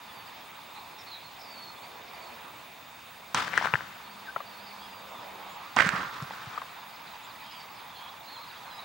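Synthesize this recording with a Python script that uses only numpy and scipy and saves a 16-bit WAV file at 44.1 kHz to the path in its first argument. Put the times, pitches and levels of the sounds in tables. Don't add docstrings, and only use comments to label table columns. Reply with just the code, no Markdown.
import sys
import numpy as np
from scipy import signal
from scipy.io import wavfile

SR = 44100
rng = np.random.default_rng(int(sys.argv[2]) if len(sys.argv) > 2 else 0)


def dump_mix(stems):
    frames = np.atleast_2d(stems).T
    limited = np.clip(frames, -1, 1)
    pcm = np.round(limited * 32767).astype(np.int16)
    wavfile.write(sys.argv[1], SR, pcm)


N = 389844
T = np.arange(N) / SR

# (frequency [Hz], likeness [0-1])
LIKENESS = [(30, 0.96), (130, 1), (380, 0.48), (700, 0.75), (3000, 0.71), (8000, 0.84), (15000, 1)]
# (frequency [Hz], relative density [dB per Hz])
ROAD_COLOUR = [(20, -46), (50, -16.5), (100, -10), (200, -8), (400, -12), (560, -9.5), (750, -4), (1000, 2),
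               (1300, -7), (1600, -8.5), (2500, -9), (3100, -13), (4500, -15.5), (6000, -27)]
# (time [s], low roar [dB], tyre hiss [dB])
ROAD_SWELLS = [(0, 0.5, 0.5), (1.4, 1, -1), (2.0, 5.5, 0), (2.45, 6, 1), (2.7, -1, -3), (4.1, 0, 1.5),
               (4.8, 2.5, 0), (5.35, 9, 3), (5.7, -1, 4), (6.8, -2, 1.5), (8.4, -0.5, 1.5),
               (8.84, 0.5, 2.5)]
SWELL_HZ = [480, 1130, 3240]
ROAD_DB = -47
TOP_FOLLOWS = 0.48

# (frequency [Hz], relative density [dB per Hz])
HISS_COLOUR = [(2650, -23), (4500, -26), (5980, -11.5), (6700, -4.5), (14200, -7.5), (15500, -9)]
HISS_DB = -62.5
# (frequency [Hz], width [Hz], level relative to HISS_DB [dB])
HOUSING = [(2446, 420, 1.5), (3641, 240, 1), (6600, 330, -8.5)]
LINE_HZ, FIELD_HZ, THROB_HZ, CUTOFF_HZ = 15734.27, 59.94, 13.01, 15800

# (start [s], length [s], first pitch [Hz], last pitch [Hz], level before panning [dB], buzz [0-1])
BIRD_NOTES = [(.08, .04, 3550, 3400, -55, .3), (0.13, .105, 4800, 4470, -59, 0.02),
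              (.272, .02, 4950, 4350, -57, .1), (.405, .03, 3500, 3250, -56, 0),
              (0.749, .06, 3750, 4250, -54, 1), (.985, 0.04, 5750, 4950, -55, 1),
              (.99, 0.054, 3720, 3550, -59, 0), (1.067, .06, 4400, 4140, -51, 1),
              (1.114, .065, 4250, 3730, -46.5, 0.8), (1.12, 0.11, 3300, 3280, -60, 0),
              (1.235, .055, 4400, 4120, -55, 0), (1.39, 0.07, 5250, 4900, -54.5, 1),
              (1.46, 0.27, 4650, 4280, -51.5, .33), (1.76, .035, 3500, 3450, -56, .3),
              (1.82, 0.044, 4200, 4870, -54, .5), (2.14, .02, 4300, 4800, -54, .5),
              (2.192, .13, 4700, 4250, -59.5, 0.06), (4.03, .06, 4450, 4300, -62, 0),
              (4.09, .04, 4280, 4880, -61, 0.1), (4.45, 0.07, 4720, 4520, -57.5, 0.5),
              (4.53, 0.085, 4400, 4430, -58, 0.2), (4.585, .075, 4740, 4900, -60, .2),
              (4.655, 0.09, 4700, 4380, -56, .2), (4.66, .04, 5000, 4720, -58, .4),
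              (4.775, 0.1, 4250, 5200, -58.5, 0.35), (4.802, .07, 3330, 3300, -56.5, 0),
              (4.89, .14, 4870, 4700, -59.5, 0), (5.12, 0.087, 3742, 3400, -57.5, 0),
              (5.212, .06, 5100, 4900, -63, 0), (5.488, .08, 6700, 7600, -64, .3),
              (5.66, .07, 4900, 4250, -64, 0), (7.23, .035, 6800, 7500, -61, 1),
              (7.265, .04, 4980, 4850, -58, .2), (7.3, .025, 4500, 3700, -58, .6),
              (7.439, 0.17, 3120, 3250, -57, 0), (7.46, .17, 2850, 2980, -59, 0),
              (7.505, .035, 5150, 4950, -55, .3), (7.545, 0.1, 4800, 4500, -55, 0.1),
              (7.75, .05, 5300, 4670, -59, 0), (7.94, 0.039, 3500, 3300, -56, 0),
              (7.975, .085, 3280, 3420, -56, 0), (7.958, 0.19, 3060, 3430, -58, 0.1),
              (7.951, 0.047, 4250, 4200, -53.5, 1), (8.08, .02, 4300, 3800, -52, 1),
              (8.269, 0.039, 4100, 4400, -52.5, 0.5), (8.303, 0.097, 4410, 4050, -49.5, 0.15),
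              (8.349, .025, 3670, 3130, -52, .6), (8.402, 0.054, 4420, 4200, -56, 0),
              (8.66, 0.19, 4250, 3690, -53, 0), (8.487, 0.031, 4340, 3660, -53, .6),
              (8.7, .09, 4750, 5050, -58, 0.04), (8.779, 0.033, 4100, 3900, -50, 1)]
# (time [s], change [dB])
FLOCK_LOUDNESS = [(0, -2.5), (2.2, 1), (2.5, -5), (3.9, -4), (4.3, -2), (6.8, 2), (7.1, 3.5), (8.84, 7)]
# (delay [s], level [dB])
BIRD_ECHOES = [(.021, -11.5), (.047, -14), (.083, -15.5)]
NOTE_RISE, NOTE_FALL = 0.28, 0.22
NOTE_START_DB, NOTE_END_DB = -4.5, -7
GLIDE_EARLY = .8

# (fired [s], roll has died [s])
SHOTS = [(3.344, 4.5), (5.762, 6.9)]
# (time [s], peak before filtering [dB], frequency [Hz])
THUMPS = [(3.343, -28.5, 171), (3.734, -26, 130), (4.355, -48, 127), (5.762, -29, 221), (5.859, -23, 178),
          (5.932, -30, 182), (6.219, -29, 143), (6.467, -38, 125)]
THUMP_T60_S = 0.044
# (peak time [s], level before mixing [dB], rise [s per 20 dB], fall [s per 60 dB], centre [Hz],
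#  treble relative to level [dB], boom relative to level [dB])
ROLL_SWELLS = [
    [(3.35, -29, .005, 0.15, 1150, -9.5, -7.5), (3.375, -30, .03, 0.49, 1250, -8, -20),
     (3.58, -31, 0.07, 0.17, 1820, -15, -16), (3.65, -30.5, .07, .2, 1340, -14.5, -17),
     (3.77, -42.5, 3, 0.9, 1400, -13, -12)],
    [(5.771, -25.5, 0.006, 0.36, 1300, -20, -14.5), (5.81, -24.5, .08, 0.56, 1630, -18, -19),
     (5.975, -30, .15, 0.56, 1350, -18, -17), (6.13, -44.5, 0.02, 2.3, 1300, -12, -11.5),
     (6.4, -46.5, 0.4, 1, 1250, -12.5, -19), (6.54, -46.5, 0.26, .7, 1280, -12, -20)],
]
# (frequency [Hz], level added to each swell's treble [dB])
ROLL_TREBLE = [(300, -48), (900, -8.5), (3000, 3.5), (5000, -0.5), (8000, -9.5), (11000, -21)]
ROLL_SIDE_SHARE = 0.68
# (time [s], pulse peak before filtering [dB], ring [Hz], crack relative to peak, before its +7 dB lift [dB])
ECHOES = [(3.345, -11.5, 1020, -7), (3.479, -22, 1570, -20), (3.533, -19.5, 2220, -28),
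          (3.538, -19, 1530, -26), (3.576, -8.5, 1510, -21), (3.581, -19, 1650, -30),
          (3.611, -24.5, 800, -22.5), (3.624, -22.5, 931, -30), (3.64, -24, 1000, -25),
          (3.647, -19, 1000, -30), (3.655, -17, 1100, -33), (3.667, -23, 1500, -30),
          (3.671, -19, 1400, -22), (3.7365, -12.5, 970, -34), (3.737, -12.5, 2360, -36),
          (3.742, -19, 1500, -27), (3.754, -16, 1680, -39), (3.806, -29.5, 1540, -29),
          (4.36, -21, 1340, -40), (4.402, -31, 1160, -24), (5.763, -21.5, 940, -8),
          (5.767, -10.5, 990, -25), (5.774, -15, 1600, -24), (5.7875, -10, 1880, -23),
          (5.803, -12, 1860, -22), (5.806, -11, 1740, -26), (5.818, -15, 1500, -20),
          (5.822, -15, 1800, -25), (5.86, -24, 1580, -9), (5.865, -25, 1300, -8), (5.87, -24, 1600, -10),
          (5.8895, -12.5, 1730, -13.5), (6.201, -33, 1110, -23), (6.223, -34, 1240, -6),
          (6.306, -31, 835, -20), (6.575, -21.5, 1210, -33), (6.615, -29, 1090, -27)]
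# (time [s], left minus right [dB])
ECHO_SIDE = [(3.345, 3), (3.5, 7.5), (3.8, 8), (4.4, 6), (5.76, -7), (5.8, -11.5), (5.9, -9), (6.2, -2),
             (6.35, -2), (6.57, 4.5)]

# (time [s], frequency [Hz], level [dB])
DRONE = [(3.8, 204, -69), (4.0, 204, -64.5), (5.0, 196.8, -64.5), (5.7, 192.4, -66.5)]
# (time [s], frequency [Hz], level before panning [dB])
ROW_WHISTLE = [(4.25, 1960, -57), (4.286, 1510, -42), (4.31, 1600, -48)]


def from_db(db):
    return 10 ** (np.asarray(db) / 20)


def rms_one(x):
    return x / np.sqrt(np.mean(x ** 2) + 1e-20)


def in_time(rows, t=T):
    s, *columns = np.transpose(rows)
    return [np.interp(t, s, column) for column in columns]


def at_hz(points, hz):
    table_hz, values = np.transpose(points)
    return np.interp(np.log(hz), np.log(table_hz), values)


def sides(pan_db):
    half_db = np.divide(pan_db, 2)
    return from_db([half_db, -half_db])


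def spread(mid, side, alike):
    return np.sqrt(1 + alike) * mid + np.sqrt(1 - alike) * side * [[1], [-1]]


def drift(rate, size=N):
    step, settle = 40, 2000
    r = np.exp(-2 * np.pi * rate * step / SR)
    white = rng.standard_normal(size // step + settle + 2)
    slow = signal.lfilter([1], [1, -2 * r, r * r], white)[settle:]
    return np.interp(np.arange(size) / step, np.arange(len(slow)), rms_one(slow))


def ring(clicks, hz, t60):
    r, w = from_db(-60 / (t60 * SR)), 2 * np.pi * hz / SR
    return signal.lfilter([0, np.sin(w)], [1, -2 * r * np.cos(w), r * r], clicks + 1e-18)


def band(x, low_hz, high_hz):
    return signal.sosfilt(signal.butter(2, [low_hz, high_hz], "band", fs=SR, output="sos"), x)


def add(out, s, sound):
    i = round(s * SR)
    out[:, i:i + sound.shape[-1]] += sound[..., :N - i]


def banded_noise(spectrum, patchy_db, swells_db=()):
    low_end, high_end = spectrum[0][0], spectrum[-1][0]
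    edges = low_end * 2 ** (np.arange(int(3 * np.log2(high_end / low_end)) + 2) / 3)
    white = rng.standard_normal((2, 2, N))
    out, power = 0, 0
    for k, (low, high) in enumerate(zip(edges, np.minimum(edges[1:], 17000))):
        mid, side = band(white[k % 2], low, high)
        hz = np.sqrt(low * high)
        swell_db = 0
        for db, centre_hz in zip(swells_db, SWELL_HZ):
            swell_db = swell_db + db * np.exp(-np.log2(hz / centre_hz) ** 2 / .5)
        steady = from_db(at_hz(spectrum, hz))
        power += steady ** 2 * np.mean(mid ** 2 + side ** 2)
        gain = steady * from_db(swell_db + patchy_db * drift(9.5))
        out = out + gain * spread(mid, side, at_hz(LIKENESS, hz))
    return out / np.sqrt(power)


def note(rows, rough_db, waver, rate):
    start = rows[0][0]
    size = max(round((rows[-1][0] - start) * SR), 100)
    hz, level_db = in_time(rows, start + T[:size])
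    phase = 2 * np.pi * np.cumsum(hz * (1 + waver * drift(rate, size=size))) / SR
    fade = signal.windows.tukey(size, min(1, 0.0032 * SR / size))
    uneven = from_db(level_db + rough_db * drift(rate, size=size))
    return np.sqrt(2) * uneven * fade * np.sin(phase)


def far_road():
    roar_db, tyres_db = in_time(ROAD_SWELLS)
    swells_db = (roar_db, tyres_db, TOP_FOLLOWS * tyres_db)
    road = banded_noise(ROAD_COLOUR, patchy_db=1.68, swells_db=swells_db)
    return from_db(ROAD_DB) * road * sides(-1.74)[:, None]


def camera_hiss():
    out = from_db(HISS_DB) * banded_noise(HISS_COLOUR, patchy_db=1.5)
    for hz, width_hz, lift_db in HOUSING:
        white = rng.standard_normal((2, N))
        mid, side = rms_one(band(white, hz - width_hz / 2, hz + width_hz / 2))
        out = out + from_db(HISS_DB + lift_db) * (mid + 0.45 * side * [[1], [-1]])
    return out


def camera_whistle(level_db=-58, twin_db=-4):
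    tone = np.sin(2 * np.pi * LINE_HZ * T)
    tone = tone - from_db(twin_db) * np.sin(2 * np.pi * (LINE_HZ + THROB_HZ) * T)
    for k in range(1, 11):
        side_tone = np.sin(2 * np.pi * (LINE_HZ - k * FIELD_HZ) * T + k * k)
        tone = tone + from_db(-14.5 - 1.5 * k) * side_tone
    haze = from_db(-13) * rms_one(band(rng.standard_normal(N), 15300, 15900))
    return from_db(level_db) * (tone + haze)


def birds(flock_db=-70, count=420):
    out = np.zeros((2, N))
    share = np.array([0, NOTE_RISE, 1 - NOTE_FALL, 1])
    shape_db = np.array([NOTE_START_DB, 0, 0, NOTE_END_DB])
    for s, length, from_hz, to_hz, level_db, buzz in BIRD_NOTES:
        hz = from_hz + (to_hz - from_hz) * share ** GLIDE_EARLY
        rows = np.transpose([s + length * share, hz, level_db + shape_db])
        call = note(rows, rough_db=1.7 + 1.9 * buzz, waver=0.0081 + 0.025 * buzz, rate=30 + 320 * buzz ** 2)
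        add(out, s, call * sides(-3.0)[:, None])
    for when, pitch, slur, length, loud, pan in rng.random((count, 6)):
        s, hz = when * (N / SR - .02), 3200 + 1900 * pitch
        end_s, end_hz = s + 0.0123 + 0.022 * length ** 2, hz * (.85 + .25 * slur)
        level_db = flock_db + in_time(FLOCK_LOUDNESS, s)[0] + 4 * loud
        call = note([(s, hz, level_db), (end_s, end_hz, level_db)], rough_db=5.0, waver=.025, rate=90)
        add(out, s, call * sides(6 * pan - 5)[:, None])
    direct = out.copy()
    for k, (delay_s, echo_db) in enumerate(BIRD_ECHOES):
        add(out, delay_s, from_db(echo_db) * direct[::(-1) ** (k + 1)])
    return out


def thumps():
    out, t = np.zeros((2, N)), T[:8000]
    for s, peak_db, hz in THUMPS:
        swing = (1 - np.exp(-t * hz * 2.0)) ** 2 * from_db(-60 * t / THUMP_T60_S)
        add(out, s, from_db(peak_db) * swing / swing.max() * np.sin(2 * np.pi * hz * t))
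    return band(band(out, 70, 600), 70, 600)


def rolls(per_s=30000, uneven_db=3.0, cycles=23.0, alike=0.67, octaves=0.48):
    out, pitches = np.zeros((2, N)), np.geomspace(330, 11000, 26)
    for (fired, died), rows in zip(SHOTS, ROLL_SWELLS):
        size = round((died - fired) * SR)
        t = fired + T[:size]
        peak_s, level_db, rise_s, t60, centre_hz, treble_db, boom_db = np.transpose(rows)
        since = t - peak_s[:, None]
        shape_db = np.minimum(20 * since / rise_s[:, None], -60 * since / t60[:, None])
        power = from_db(2 * (level_db[:, None] + shape_db))
        sizes = from_db(uneven_db * np.minimum(rng.exponential(1, (2, size)), 5))
        sizes = sizes * rng.choice([-1, 1], (2, size))
        struck = rng.random((2, size)) < per_s / SR
        clicks = sizes * struck * from_db(1.4 * drift(62, size=size))
        dealt = rng.integers(0, len(pitches), (2, size))
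        roll = 0
        for k, hz in enumerate(pitches):
            near_centre = np.exp(-(np.log2(hz / centre_hz) / octaves) ** 2)
            gain = near_centre + from_db(treble_db + at_hz(ROLL_TREBLE, hz))
            rings = rms_one(ring(clicks * (dealt == k), hz, cycles / hz))
            roll = roll + np.sqrt(gain ** 2 @ power) * rings
        mid, side = roll * from_db(-7.5)
        boom = rms_one(band(rng.standard_normal(size), 102, 219))
        boom = np.sqrt(from_db(2 * boom_db) @ power) * boom
        lean = sides(ROLL_SIDE_SHARE * in_time(ECHO_SIDE, t)[0])
        add(out, fired, lean * spread(mid, side, alike) + boom)
    return band(out, 75, 13000)


def echoes(near_cycles=7.0, more_at_1_s=20.0, alike=0.81):
    body, top, t = np.zeros((2, N)), np.zeros((2, N)), T[:2000]
    noises = rng.standard_normal((len(ECHOES), 4, 2000))
    for (s, peak_db, hz, crack_db), noise in zip(ECHOES, noises):
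        late = min(s - fired for fired, _ in SHOTS if fired < s + .01)
        cycles = near_cycles + more_at_1_s * late ** 2
        swing = (1 - np.exp(-t * hz * 16 / cycles)) ** 2 * from_db(-60 * t * hz / cycles)
        swing = swing / swing.max()
        noise = np.sqrt(alike) * noise[[0, 0, 1, 1]] + np.sqrt(1 - alike) * noise[[2, 3, 3, 2]]
        smear = rms_one(band(noise[:2], 390, 3200 / (1 + 1.1 * late)))
        smear = from_db(-6.5) * swing ** 0.67 * smear
        crack = from_db(crack_db + 7) * from_db(-60 * t / 0.0098) * noise[2:]
        gain = from_db(peak_db) * sides(in_time(ECHO_SIDE, s)[0])[:, None]
        add(body, s + 0.000795, gain * (swing * np.sin(2 * np.pi * hz * t) + smear))
        add(top, s + .0009, gain * crack)
    return band(band(body, 400, 3350), 400, 3350) + band(band(top, 2600, 8300), 2600, 8300)


def drone():
    out = np.zeros((2, N))
    add(out, DRONE[0][0], note(DRONE, rough_db=2, waver=.003, rate=6))
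    return out


def row_whistle():
    out = np.zeros((2, N))
    whistle = note(ROW_WHISTLE, rough_db=3.5, waver=.004, rate=65)
    add(out, ROW_WHISTLE[0][0], whistle * sides(5.9)[:, None])
    return out


def scene():
    background = far_road() + camera_hiss() + birds()
    cannon = thumps() + rolls() + echoes() + row_whistle()
    return background + cannon + drone()


def record(dry):
    top_cut = signal.ellip(14, .3, 80, CUTOFF_HZ, fs=SR, output="sos")
    return signal.sosfilt(top_cut, dry + camera_whistle())


dry = scene()
out = record(dry)
dump_mix(out)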